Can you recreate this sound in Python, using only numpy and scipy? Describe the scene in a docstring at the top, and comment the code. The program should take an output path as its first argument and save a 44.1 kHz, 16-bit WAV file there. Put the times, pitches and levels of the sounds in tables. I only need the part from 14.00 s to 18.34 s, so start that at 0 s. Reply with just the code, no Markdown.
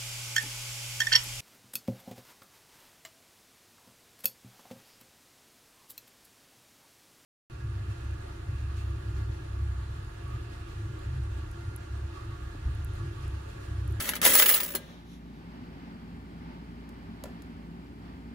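"""Coins stirred in a metal bucket

Close to a phone, a hand stirs a heap of coins on a sheet-metal bucket's bottom, lifts off and drops a last coin.
Each contact sums a noisy click, short coin modes and ringing of wall and bottom; pushes make the bottom boom.
A fan hums throughout in the carpeted room: wavering harmonics over filtered noise. The arm brushes past as
shaped noise, and faint grip ticks and a double thud follow."""
import sys
import numpy as np
from scipy import signal
from scipy.fft import rfft, irfft, next_fast_len
from scipy.io import wavfile
from scipy.ndimage import uniform_filter1d

SR = 44100
rng = np.random.default_rng(int(sys.argv[2]) if len(sys.argv) > 2 else 0)


def generate_wav(signal):
    """Clip the signal to [-1, 1] and save it as 16-bit WAV at the path in sys.argv[1]."""
    frames = np.transpose(np.atleast_2d(signal))
    scaled = np.clip(frames, -1, 1) * 32767
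    pcm = np.round(scaled).astype(np.int16)
    wavfile.write(sys.argv[1], SR, pcm)


N = 191394

# The fan's hum. Each row: multiple of the shaft rate, mean level in dB.
FAN_HARMONICS = [(1, -51.5), (3, -52.5), (4, -58), (5, -61), (6, -64.5)]
# The fan's low rumble. Each row: frequency in Hz, density in dB per Hz.
FAN_RUMBLE = [(25, -100), (35, -90.5), (45, -86.5), (75, -69.5), (135, -72.5), (170, -66), (200, -70.5),
              (235, -67.5), (280, -72.5), (315, -81.5), (400, -77), (470, -90), (900, -120)]
# The fan's airflow before its flutter. Each row: frequency in Hz, density in dB per Hz.
FAN_AIRFLOW = [(300, -87.5), (600, -89), (780, -84), (1300, -90.5), (1650, -91.5), (2200, -93),
               (2500, -96.5), (3100, -98), (3600, -102), (4700, -101.5), (6500, -116), (9000, -135)]
# Hiss of the microphones. Each row: frequency in Hz, density in dB per Hz.
MIC_HISS = [(4000, -120), (7000, -116), (8400, -112), (10500, -117), (12500, -118), (15500, -126)]
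# Colour of the room's tail. Each row: frequency in Hz, relative level in dB.
ROOM_COLOUR = [(2000, 8), (6000, 1), (11000, -7.5), (15000, -10)]
# Likeness of left and right for the fan. Each row: frequency in Hz, coherence from 0 to 1.
ROOM_COHERENCE = [(60, 0.93), (300, 0.99), (500, 0.93), (1000, 0.5), (4500, 0.13)]
# Likeness of left and right for close sounds and hiss. Each row: frequency in Hz, coherence from 0 to 1.
NEAR_COHERENCE = [(300, 0.29), (550, 0.94), (1000, 0.62), (2000, 0.26), (4500, .15), (6000, 0.29),
                  (7500, 0.98), (9000, 1), (14000, 0.56), (15300, 0.65)]
# Left minus right for the bucket. Each row: frequency in Hz, difference in dB.
BUCKET_BALANCE = [(200, -1.5), (600, 3), (1800, 3.5), (4000, 1), (7000, -2)]
# Echoes between the bucket's walls. Each row: delay in seconds, level in dB.
WALL_ECHOES = [(.0034, -16.5)]
# Ticks of the grip. Each row: start in seconds, level in dB.
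GRIP_TICKS = [(2.8911, -33), (3.2380, -18), (3.421, -30.5)]
# Spectrum of a grip tick. Each row: frequency in Hz, relative density in dB.
TICK_SPECTRUM = [(1000, -19), (3000, 5.5), (4000, 11), (6000, 5), (8000, 13), (12000, 10), (16000, -1)]
# Dull handling thuds. Each row: start in seconds, level in dB, low pitch in Hz, high pitch in Hz.
HANDLING_THUDS = [(3.2392, -16.5, 563, 970), (3.2564, -18.5, 562, 1367)]
# Spectrum of a handling thud's crack. Each row: frequency in Hz, relative density in dB.
THUD_SPECTRUM = [(120, -12), (200, -1), (350, 0), (520, 11.5), (720, 10), (900, -4), (1400, -7),
                 (3000, -11), (4500, -14), (8000, -21)]
# Faint ring of a handling thud. Each row: frequency in Hz, relative level in dB, t60 in seconds.
THUD_RING = [(403, -6, 0.44), (533, 6, 0.38), (590, 2, .1), (989, -1, 0.21), (1360, -16, .28),
             (1750, -4, .4)]
# The arm brushes past as it draws back. 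Each row: centre in seconds, half length in seconds (to 1/e),
# mean level in dB before flutter and swell, brightness in dB per octave.
ARM_BRUSHES = [(0.874, .14, -54.5, -3.5), (1.11, .07, -60, -0.5), (1.248, .25, -69.5, -2)]
# Spectrum of the brushing before its tilt. Each row: frequency in Hz, relative density in dB.
RUB_SPECTRUM = [(1500, -10.5), (3800, 12.5), (4800, -3.5), (5800, 6), (8000, -8), (11500, 1), (16000, -24)]
# Spectrum of the bucket's bottom. Each row: frequency in Hz, relative density in dB.
BOTTOM_SPECTRUM = [(40, -49), (140, -22.5), (230, 0.5), (330, -0.5), (380, 7), (420, 2.5), (490, 4.5),
                   (600, 3.5), (700, -6.5), (850, -7.5), (1000, -7), (1500, -12), (5000, -45)]
# Booming of the loaded bottom. Each row: frequency in Hz, relative level in dB, t60 in seconds.
BOOM_RING = [(243, 1, .13), (290, -2.5, .12), (382, -0.5, 0.11), (473, 2.5, .2), (509, 3, .14),
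             (607, 1.5, .12)]
# The hand shoves the heap at the bottom. Each row: start in seconds, level in dB, favoured pitch in Hz.
HEAP_SHOVES = [(.221, -12, 243), (.252, -2.5, 607), (.264, 2, 509), (.272, -2, 243), (.303, -2, 290),
               (.331, -4, 290), (.386, -8.5, 382), (.398, -4, 607), (.423, -.5, 473), (.462, -6.5, 382),
               (.492, -4.5, 509)]
# Ringing of the bucket's wall. Each row: frequency in Hz, relative level in dB, undamped t60 in seconds.
WALL_RING = [(981, 1.5, .16), (1220, -3.5, 0.17), (1310, 5, 0.163), (1460, -2, .16), (1615, 2.5, 0.36),
             (1677, 4.5, 0.25), (1814, 3, 0.91), (1970, 3.5, .15), (2013, 1.5, 0.18), (2028, 5, 0.3),
             (2331, -5, .5), (2430, -1.5, 0.18), (2630, 5, 0.17), (2900, 1, 0.16), (3260, 3, .14),
             (3360, 2, 0.11), (3770, 0, .15), (4217, 1.5, .12), (5685, -4, .12)]
# Spectrum of the bucket's wall, uneven from spot to spot. 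Each row: frequency in Hz, relative density in dB.
WALL_SPECTRUM = [(200, -24), (850, -5.5), (1100, -4), (1300, 2.5), (1550, -2.5), (1800, 5), (2100, 2),
                 (2400, -1), (3200, 1.5), (4500, -4), (8000, -13.5)]
# Lowest bending modes of the coins. Each row: frequency in Hz, relative level in dB.
COIN_RING = [(14700, -4.5), (14985, -6.5), (15128, -2), (15198, -1), (15329, 1), (15478, -3.5), (15564, 4)]
# Spectrum of a coin's click, uneven from spot to spot. Each row: frequency in Hz, relative density in dB.
CLICK_SPECTRUM = [(300, -44), (2000, -13.5), (3500, -0.5), (5200, -.5), (6500, 2.5), (8000, 2.5),
                  (9500, 9.5), (11000, 7), (13000, 3.5), (16000, -9.5)]
# Sweeps of the hand through the heap; contacts before time zero are left out.
# Each row: start in seconds, end in seconds, effort in dB, settling afterwards in dB per second.
HAND_SWEEPS = [(-.04, 0.082, -38.5, 901), (0.048, 0.103, -41, 898), (0.139, 0.155, -35, 1798),
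               (0.221, 0.425, -18.5, 298.5), (0.451, 0.51, -21, 112.5)]
# Coins that strike hard. Each row: start in seconds, relative level in dB, knock on the wall relative to the
# click in dB, extra ring of the coin in dB, change per bounce in dB, pitch of the wall in Hz,
# low pitch of the coins in Hz, high pitch of the coins in Hz.
HARD_STRIKES = [(.002, -9, -0.5, -5, -2.5, 1220, 5470, 10700),
                (.011, -10.5, -0.5, 0.5, -2.5, 1320, 8100, 11500),
                (.0243, -10, -19, -2, -7, 3108, 5940, 10680),
                (.056, -16, -0.5, 1.5, -4.5, 3310, 5990, 11060),
                (.083, -14.5, 4.5, -3.5, 1.5, 2210, 5950, 11980),
                (.0907, 0.5, -1, 0, -4.5, 2178, 6000, 10640), (.112, -20.5, 7, -2.5, 0, 1970, 3540, 10050),
                (.122, -24.5, 11, -0.5, -5.5, 1882, 3520, 10000),
                (.1353, -19.5, 14, -0.5, -4, 1460, 3630, 11870), (.154, -7, -5, 3, -3, 2334, 3800, 9995),
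                (.164, -19, 9.5, 0, -8.5, 3053, 3780, 9820), (.216, -1, -2.5, -7.5, -12, 1200, 3630, 12750),
                (.228, -6, 4.5, -5.5, -6, 1272, 6240, 12760),
                (.2363, -1.5, -1.5, -6, -1, 2070, 6170, 10380),
                (.2511, 15.5, -4, 1.5, -2.5, 2049, 3770, 12320),
                (.2619, 14.5, -1.5, 4.5, -2, 3203, 7750, 10030), (.27, 9, -1.5, 3, 2.5, 1398, 7700, 10030),
                (.277, 11, -18, 1.5, -3.5, 1900, 8000, 10720),
                (.3025, 6.5, -7.5, -1, 1.5, 2707, 8190, 9830),
                (.3345, 10, -6.5, -5.5, -3.5, 2540, 7700, 12170), (.347, 9, -7, 0, 1.5, 1865, 7900, 10330),
                (.353, 13.5, -2, 0.5, -5, 2140, 8000, 10470),
                (.376, 7.5, -2.5, -2.5, -6.5, 2992, 8140, 10280),
                (.385, 7.5, -3.5, 3, -0.5, 2942, 6910, 10550), (.391, 12.5, -10, -1, 0, 2070, 6850, 10530),
                (.398, 11, 2.5, -1.5, -2.5, 2007, 6660, 10140), (.4222, 2, 12, 2, -6, 2040, 4080, 10680),
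                (.428, 1, 4.5, 1, -7, 2680, 4150, 9960), (.449, -2.5, -3.5, 0.5, -6, 1420, 5610, 11480),
                (0.4594, 11, -1.5, 2.5, -2.5, 2940, 4980, 11910), (.4848, 7, -5, 1, -4, 3460, 7670, 10470),
                (0.4911, 11, -5, -1, -4.5, 3293, 5030, 10450), (.4976, 8.5, -3, -4, -1, 1690, 3930, 9940),
                (.507, 0.5, 0, 2, -3, 2384, 4030, 9780), (.5405, 9.5, -4, 2.5, 0, 2967, 7430, 10620),
                (.544, 1.5, -12, 6, 0, 2650, 7600, 10700), (.554, -1.5, 3, -0.5, 8.5, 2651, 7350, 10700),
                (.56, -5.5, -2.5, 5.5, -9.5, 2640, 7790, 9970), (.602, -3.5, 5, 4, -5, 2200, 4400, 10200),
                (.638, -4, -16, 0, 0, 2400, 7760, 10050), (.649, -6, -12, 0, -7, 1920, 8100, 9810),
                (.66, -8, -9, -4, -3.5, 1920, 7840, 9800), (.681, -8.5, -9, -11, -2, 1830, 7800, 10000),
                (.7173, -9, -7.5, -5, 0, 1640, 8070, 11040), (.7505, 2.5, -5, -1, -3.5, 1690, 8300, 9760),
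                (.757, -3, -1.5, -3, -6, 1220, 7640, 11130)]

TIME = np.arange(N) / SR
RING_TIME = TIME[:SR // 2]
FAN_HZ, FAN_LAG_S = 57.48, .00041  # shaft rate; delay of the right channel
# spread of coin pitches and of the wall's modes in the shifting heap, as a share of the frequency
COIN_SPREAD, WALL_SPREAD = 0.0024, 0.0025
# a sweep starts softly and reaches its full effort after this time
DIG_S, DIG_DB = 0.0408, -13
# the fingers open: coins ring more freely and the weight comes off the bottom
RELEASE_AT_S, RELEASE_S = 0.29, 0.0897
FREED_RING_DB, UNLOADED_BOTTOM_DB = 9.5, -4.5
BODY_GROWTH = 0.76  # dB gained by bottom, and by the wall in sweeps, per dB of click
LIFT_S, LIFT_DB = .744, -4  # the hand lifts off the bottom
PORT_LAG_S, PORT_MATCH_HZ = .000222, 6850  # treble lag between the ports, and where it sets in
TOP_HZ = 15750


def undb(db):
    """Decibels to gain."""
    return 10 ** (np.asarray(db) / 20)


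def unit(x):
    """Scale to a mean energy of one per channel."""
    return x / np.sqrt(np.sum(x ** 2, axis=-1).mean())


def along(points, size):
    """Read (Hz, value) points at the bins of a transform of this size."""
    hz, value = np.transpose(points)
    bins = np.arange(size // 2 + 1) * SR / size
    return np.interp(np.log(bins + 1), np.log(hz), value)


def colour(x, spectrum):
    """Minimum-phase, so causal, filter with the given (Hz, dB) spectrum."""
    size = 2 * next_fast_len(x.shape[-1])
    # folding the cepstrum onto positive time gives the minimum phase
    cepstrum = irfft(np.log(undb(along(spectrum, size))))
    cepstrum[1:size // 2] *= 2
    cepstrum[size // 2 + 1:] = 0
    response = np.exp(rfft(cepstrum))
    return irfft(rfft(x, size) * response)[..., :x.shape[-1]]


def pair(two, likeness):
    """Mix two unrelated signals into left and right with the given coherence."""
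    size = 2 * next_fast_len(two.shape[-1])
    c = np.clip(along(likeness, size), 0, 1)
    mid, side = rfft(two, size) * np.sqrt([(1 + c) / 2, (1 - c) / 2])
    return irfft(np.array([mid + side, mid - side]))[:, :two.shape[-1]]


def noise(spectrum):
    """Two unrelated noises with the given dB per Hz."""
    return colour(rng.standard_normal((2, N)), spectrum) * np.sqrt(SR / 2)


def wander(rate):
    """Slow random drift with a spread near one, through `rate` random points per second."""
    return np.interp(TIME * rate, np.arange(200), rng.standard_normal(200))


def decay(t60):
    """Exponential decay by 60 dB in t60 seconds."""
    return undb(-60 * RING_TIME / t60)


def decaying_noise(t60):
    """Two unrelated noises that die away, with an energy of one."""
    return unit(rng.standard_normal((2, len(RING_TIME))) * decay(t60))


def note(hz, t60):
    """One decaying resonance with an energy of one."""
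    return unit(np.sin(2 * np.pi * hz * RING_TIME) * decay(t60))


def burst(spectrum, t60, tail_db, tail_t60):
    """Countless close modes, as noise: a fast decay and a longer tail."""
    fast = decaying_noise(t60)
    slow = decaying_noise(tail_t60)
    return unit(pair(colour(fast + undb(tail_db) * slow, spectrum), NEAR_COHERENCE))


def ring(modes):
    """Decaying sines, randomly weighted as by where the blow lands."""
    waves = []
    for hz, db, t60 in modes:
        sine = np.sin(2 * np.pi * hz * RING_TIME)
        waves.append(undb(db) * sine * decay(t60) / np.sqrt(t60))
    weights = rng.standard_normal((2, len(modes)))
    return unit(pair(weights @ np.array(waves), NEAR_COHERENCE))


def detuned(modes, spread):
    """The same modes, each pulled a little sharp or flat."""
    return [(hz * (1 + spread * rng.standard_normal()), db, t60) for hz, db, t60 in modes]


def uneven(spectrum, ripple_db, count=70):
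    """Each spot favours some resonances and misses others."""
    hz, db = np.transpose(spectrum)
    grid = np.geomspace(hz[0], hz[-1], count)
    smooth = np.interp(np.log(grid), np.log(hz), db)
    return np.column_stack([grid, smooth + ripple_db * rng.standard_normal(count)])


def blows(times, sizes):
    """A train of impulses."""
    return np.bincount(np.clip(times * SR, 0, N - 1).astype(int), sizes, N)


def sound(force, response):
    """A force train played through a response of one or two channels."""
    active = force[None, :np.flatnonzero(force)[-1] + 1]
    out = signal.fftconvolve(active, response, axes=1)[:, :N]
    return np.pad(out, ((0, 0), (0, N - out.shape[1])))


def single_blow(s, level_db, response):
    """One blow at s seconds."""
    return sound(blows(np.array([s]), undb([level_db])), response)


def hiss():
    """Steady noise of the microphones."""
    return pair(noise(MIC_HISS), NEAR_COHERENCE)


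def fan(waver_db=1.5, drift_rad=0.61, flutter_db=1.5):
    """A fan off to the left: wavering shaft harmonics over rumble and fluttering airflow."""
    hum = 0
    for order, db in FAN_HARMONICS:
        level = undb(db + waver_db * wander(3.3)) * np.sqrt(2)
        drift = drift_rad * np.sqrt(order) * wander(3.114)
        hum = hum + level * np.sin(2 * np.pi * order * FAN_HZ * TIME + drift)
    air = noise(FAN_AIRFLOW) * undb(flutter_db * wander(7.6))
    left, right = hum + pair(noise(FAN_RUMBLE) + air, ROOM_COHERENCE)
    return np.array([left, np.roll(right, int(FAN_LAG_S * SR))])


def room(x, wet_db=-23, t60=.6):
    """The carpeted room adds a faint, dull tail."""
    tail = colour(decaying_noise(t60), ROOM_COLOUR)
    return x + undb(wet_db) * signal.fftconvolve(x, tail, axes=1)[:, :N]


def walls(x):
    """The bucket's walls return the sound within a few milliseconds, which makes it hollow."""
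    out = x
    for s, db in WALL_ECHOES:
        delayed = np.pad(x, ((0, 0), (int(abs(s) * SR), 0)))[:, :N]
        out = out + undb(db) * delayed
    return out


def handling(modes_db=-7, crack_db=-2.0, crack_t60=0.03, tail_db=-5, tail_t60=.3,
             low_db=-4.0, high_db=-11, note_t60=0.036):
    """Faint ticks of the grip and a double thud whose two contacts punch at different pitches."""
    s, tick_db = np.transpose(GRIP_TICKS)
    out = sound(blows(s, undb(tick_db)), burst(TICK_SPECTRUM, t60=.016, tail_db=-12, tail_t60=.3))
    body = unit(sum(undb(db) * note(hz, t60) for hz, db, t60 in THUD_RING))
    for s, level_db, low_hz, high_hz in HANDLING_THUDS:
        crack = burst(THUD_SPECTRUM, crack_t60, tail_db, tail_t60)
        punch = undb(low_db) * note(low_hz, note_t60) + undb(high_db) * note(high_hz, note_t60)
        thud = undb(modes_db) * body + undb(crack_db) * crack + punch
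        out = out + single_blow(s, level_db, thud)
    return out


def rustle(flutter_db=2):
    """Skin and sleeve brush softly as the arm leaves the bucket; each brush swells and fades unevenly."""
    out = 0
    for s, half, level_db, tilt in ARM_BRUSHES:
        tilted = [(hz, db + tilt * np.log2(hz / RUB_SPECTRUM[0][0])) for hz, db in RUB_SPECTRUM]
        rub = unit(pair(noise(tilted), NEAR_COHERENCE)) * np.sqrt(N)  # mean level of 0 dB
        swell = np.exp(-((TIME - s) / half) ** 2)
        out = out + rub * undb(level_db + flutter_db * wander(22)) * swell
    return out


def lift_off(boom_db=-6):
    """Freed of the hand's weight, the bottom flexes back with a dull thud."""
    thud = burst(BOTTOM_SPECTRUM, t60=0.17, tail_db=-12, tail_t60=0.35)
    return single_blow(LIFT_S, LIFT_DB, thud + undb(boom_db) * ring(BOOM_RING))


def shoves(focus_db_per_octave=24):
    """The weight of the hand makes the bottom boom, most of all near the mode under the push."""
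    out = 0
    for s, level_db, favoured_hz in HEAP_SHOVES:
        boom = 0
        for hz, db, t60 in BOOM_RING:
            octaves_off = abs(np.log2(hz / favoured_hz))
            boom = boom + undb(db - focus_db_per_octave * octaves_off) * note(hz, t60)
        out = out + single_blow(s, level_db, unit(boom[None]))
    return out


def after_ring(level_db=-15):
    """With the hand gone, the last coin leaves the wall ringing freely."""
    wall = unit(sum(undb(db) * note(hz, t60) for hz, db, t60 in WALL_RING))
    return single_blow(HARD_STRIKES[-1][0], level_db, wall[None])


def strike_notes(wall_db=-12, low_db=-17, high_db=-9, wall_t60=0.06, coin_t60=0.047):
    """Each hard strike singles out one pitch of the wall and two of the wedged coins."""
    out = np.zeros(N)
    for s, click, knock, _, _, wall_hz, low_hz, high_hz in HARD_STRIKES:
        start = int(s * SR)
        coin = undb(low_db) * note(low_hz, coin_t60) + undb(high_db) * note(high_hz, coin_t60)
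        wall = undb(knock + wall_db) * note(wall_hz, wall_t60)
        out[start:start + len(RING_TIME)] += undb(click) * (wall + coin)
    return out


def answer_db(s, click, knock, coin_db, bottom_db):
    """Levels of click, wall, ring and bottom; open fingers free the ring and unload the bottom."""
    released = np.clip((s - RELEASE_AT_S) / RELEASE_S, 0, 1)
    ring_db = click + coin_db + FREED_RING_DB * released
    thump_db = BODY_GROWTH * click + bottom_db + UNLOADED_BOTTOM_DB * released
    return np.array([click, knock, ring_db, thump_db])


def sliding(rate=450, scatter_db=3.5, wall_db=-11, coin_db=-5, bottom_db=-17, thinning_s=.06, count=200):
    """Coins tumble until the hand lifts off: rows (s, size of click, wall, ring, bottom) of small contacts."""
    rows = []
    for start, end, effort_db, settling in HAND_SWEEPS:
        chance = rng.standard_normal((count, 2))
        s = start + (np.arange(count) + chance[:, 0] / 2) / rate
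        size = undb(scatter_db * np.clip(chance[:, 1], -2, 2))
        # neighbouring contacts share the energy that the hand puts in
        size *= np.sqrt(SR / rate / uniform_filter1d(size ** 2, size=10))
        # as the heap settles, the contacts thin out into separate ticks
        late = np.maximum(s - end, 0)
        s = s + late ** 2 / thinning_s
        size = size * np.sqrt(1 + 2 * late / thinning_s)
        # the hand digs in, pushes steadily, then the heap settles
        dig = DIG_DB * np.clip(1 - (s - start) / DIG_S, 0, 1)
        click = effort_db + dig - settling * np.maximum(s - end, 0)
        levels = answer_db(s, click, BODY_GROWTH * click + wall_db, coin_db, bottom_db)
        stirring = (s > 0) & (s < LIFT_S)
        rows.append(np.column_stack([s, *(stirring * size * undb(levels))]))
    return np.vstack(rows)


def striking(bounce_s=.0012, strike_db=-1.0, coin_db=-7, bottom_db=-12, count=5):
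    """Hard strikes, each a quick chatter of mostly weakening bounces sharing its energy; rows as in sliding."""
    rows = []
    for s, click, knock, chime, bounce_db, *_ in HARD_STRIKES:
        levels = answer_db(s, click, click + knock, coin_db + chime, bottom_db)
        sizes = undb(levels + strike_db)
        for share in unit(undb(bounce_db * np.arange(count))):
            rows.append([s, *(share * sizes)])
            s += bounce_s * rng.uniform(.5, 1.5)
    return np.array(rows)


def clink(low_hz=7400, high_hz=12800, t60=0.041, count=4):
    """Wedged in the heap, each coin rings briefly at a few pitches of its own."""
    return ring([(hz, 0, t60) for hz in rng.uniform(low_hz, high_hz, count)])


def coins(coin_t60=0.052, modes_db=-6.5, clink_db=-5, held_t60=0.38, count=24):
    """Contacts fall on several spots; at each the coin and the bucket answer a little differently."""
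    contacts = np.vstack([striking(), sliding()])
    # a few contacts in a row stay on the same spot
    spots = np.arange(len(contacts)) // 5 % count
    # the hand damps the wall's longest modes
    held = [(hz, db, min(t60, held_t60)) for hz, db, t60 in WALL_RING]
    bending = [(hz, db, coin_t60) for hz, db in COIN_RING]
    clicks = rings = bucket = 0
    for spot in range(count):
        s, click, knock, chime, thump = contacts[spots == spot].T
        edge, sheet = uneven(CLICK_SPECTRUM, 2.5), uneven(WALL_SPECTRUM, 2)
        rim = burst(edge, t60=.005, tail_db=2.5, tail_t60=0.096) + undb(clink_db) * clink()
        clicks = clicks + sound(blows(s, click), unit(rim))
        rings = rings + sound(blows(s, chime), ring(detuned(bending, COIN_SPREAD)))
        wall = burst(sheet, t60=0.019, tail_db=-3.0, tail_t60=0.062)
        wall = wall + undb(modes_db) * ring(detuned(held, WALL_SPREAD))
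        bucket = bucket + sound(blows(s, knock), unit(wall))
        bottom = burst(BOTTOM_SPECTRUM, t60=0.045, tail_db=-1.5, tail_t60=0.97)
        bucket = bucket + sound(blows(s, thump), bottom)
    # the bucket's midrange is louder on the left
    balance = undb(np.outer([.5, -.5], along(BUCKET_BALANCE, N)))
    return clicks + rings + irfft(rfft(bucket) * balance, N)


def scene():
    """Coins and fan heard from the mouth of the bucket, with boom, handling noises and hiss."""
    stirred = room(coins() + strike_notes() + after_ring())
    hollow = walls(stirred + fan())
    return hollow + shoves() + lift_off() + rustle() + handling() + hiss()


def gain_control(x, threshold_db=-13, share=0.36, recovery_db_per_s=16):
    """Loud peaks turn the gain down by a share of their excess; it creeps back afterwards."""
    over = 20 * np.log10(np.abs(x).max(axis=0) + 1e-9) - threshold_db
    # hold each peak while it falls at the recovery rate
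    held = np.maximum.accumulate(over + recovery_db_per_s * TIME) - recovery_db_per_s * TIME
    return x * undb(-share * uniform_filter1d(np.maximum(held, 0), size=200))


def record(dry):
    """The phone rides its gain, its two ports set a small treble lag left to right, and the top is cut."""
    bins = np.arange(N // 2 + 1) * SR / N
    phase = 2 * np.pi * PORT_LAG_S * np.maximum(bins - PORT_MATCH_HZ, 0)
    turn = np.exp(1j * np.outer([.5, -.5], phase))
    ports = irfft(rfft(gain_control(dry)) * turn, N)
    return signal.sosfilt(signal.ellip(10, .2, 70, TOP_HZ, fs=SR, output="sos"), ports)


dry = scene()
out = record(dry)
generate_wav(out)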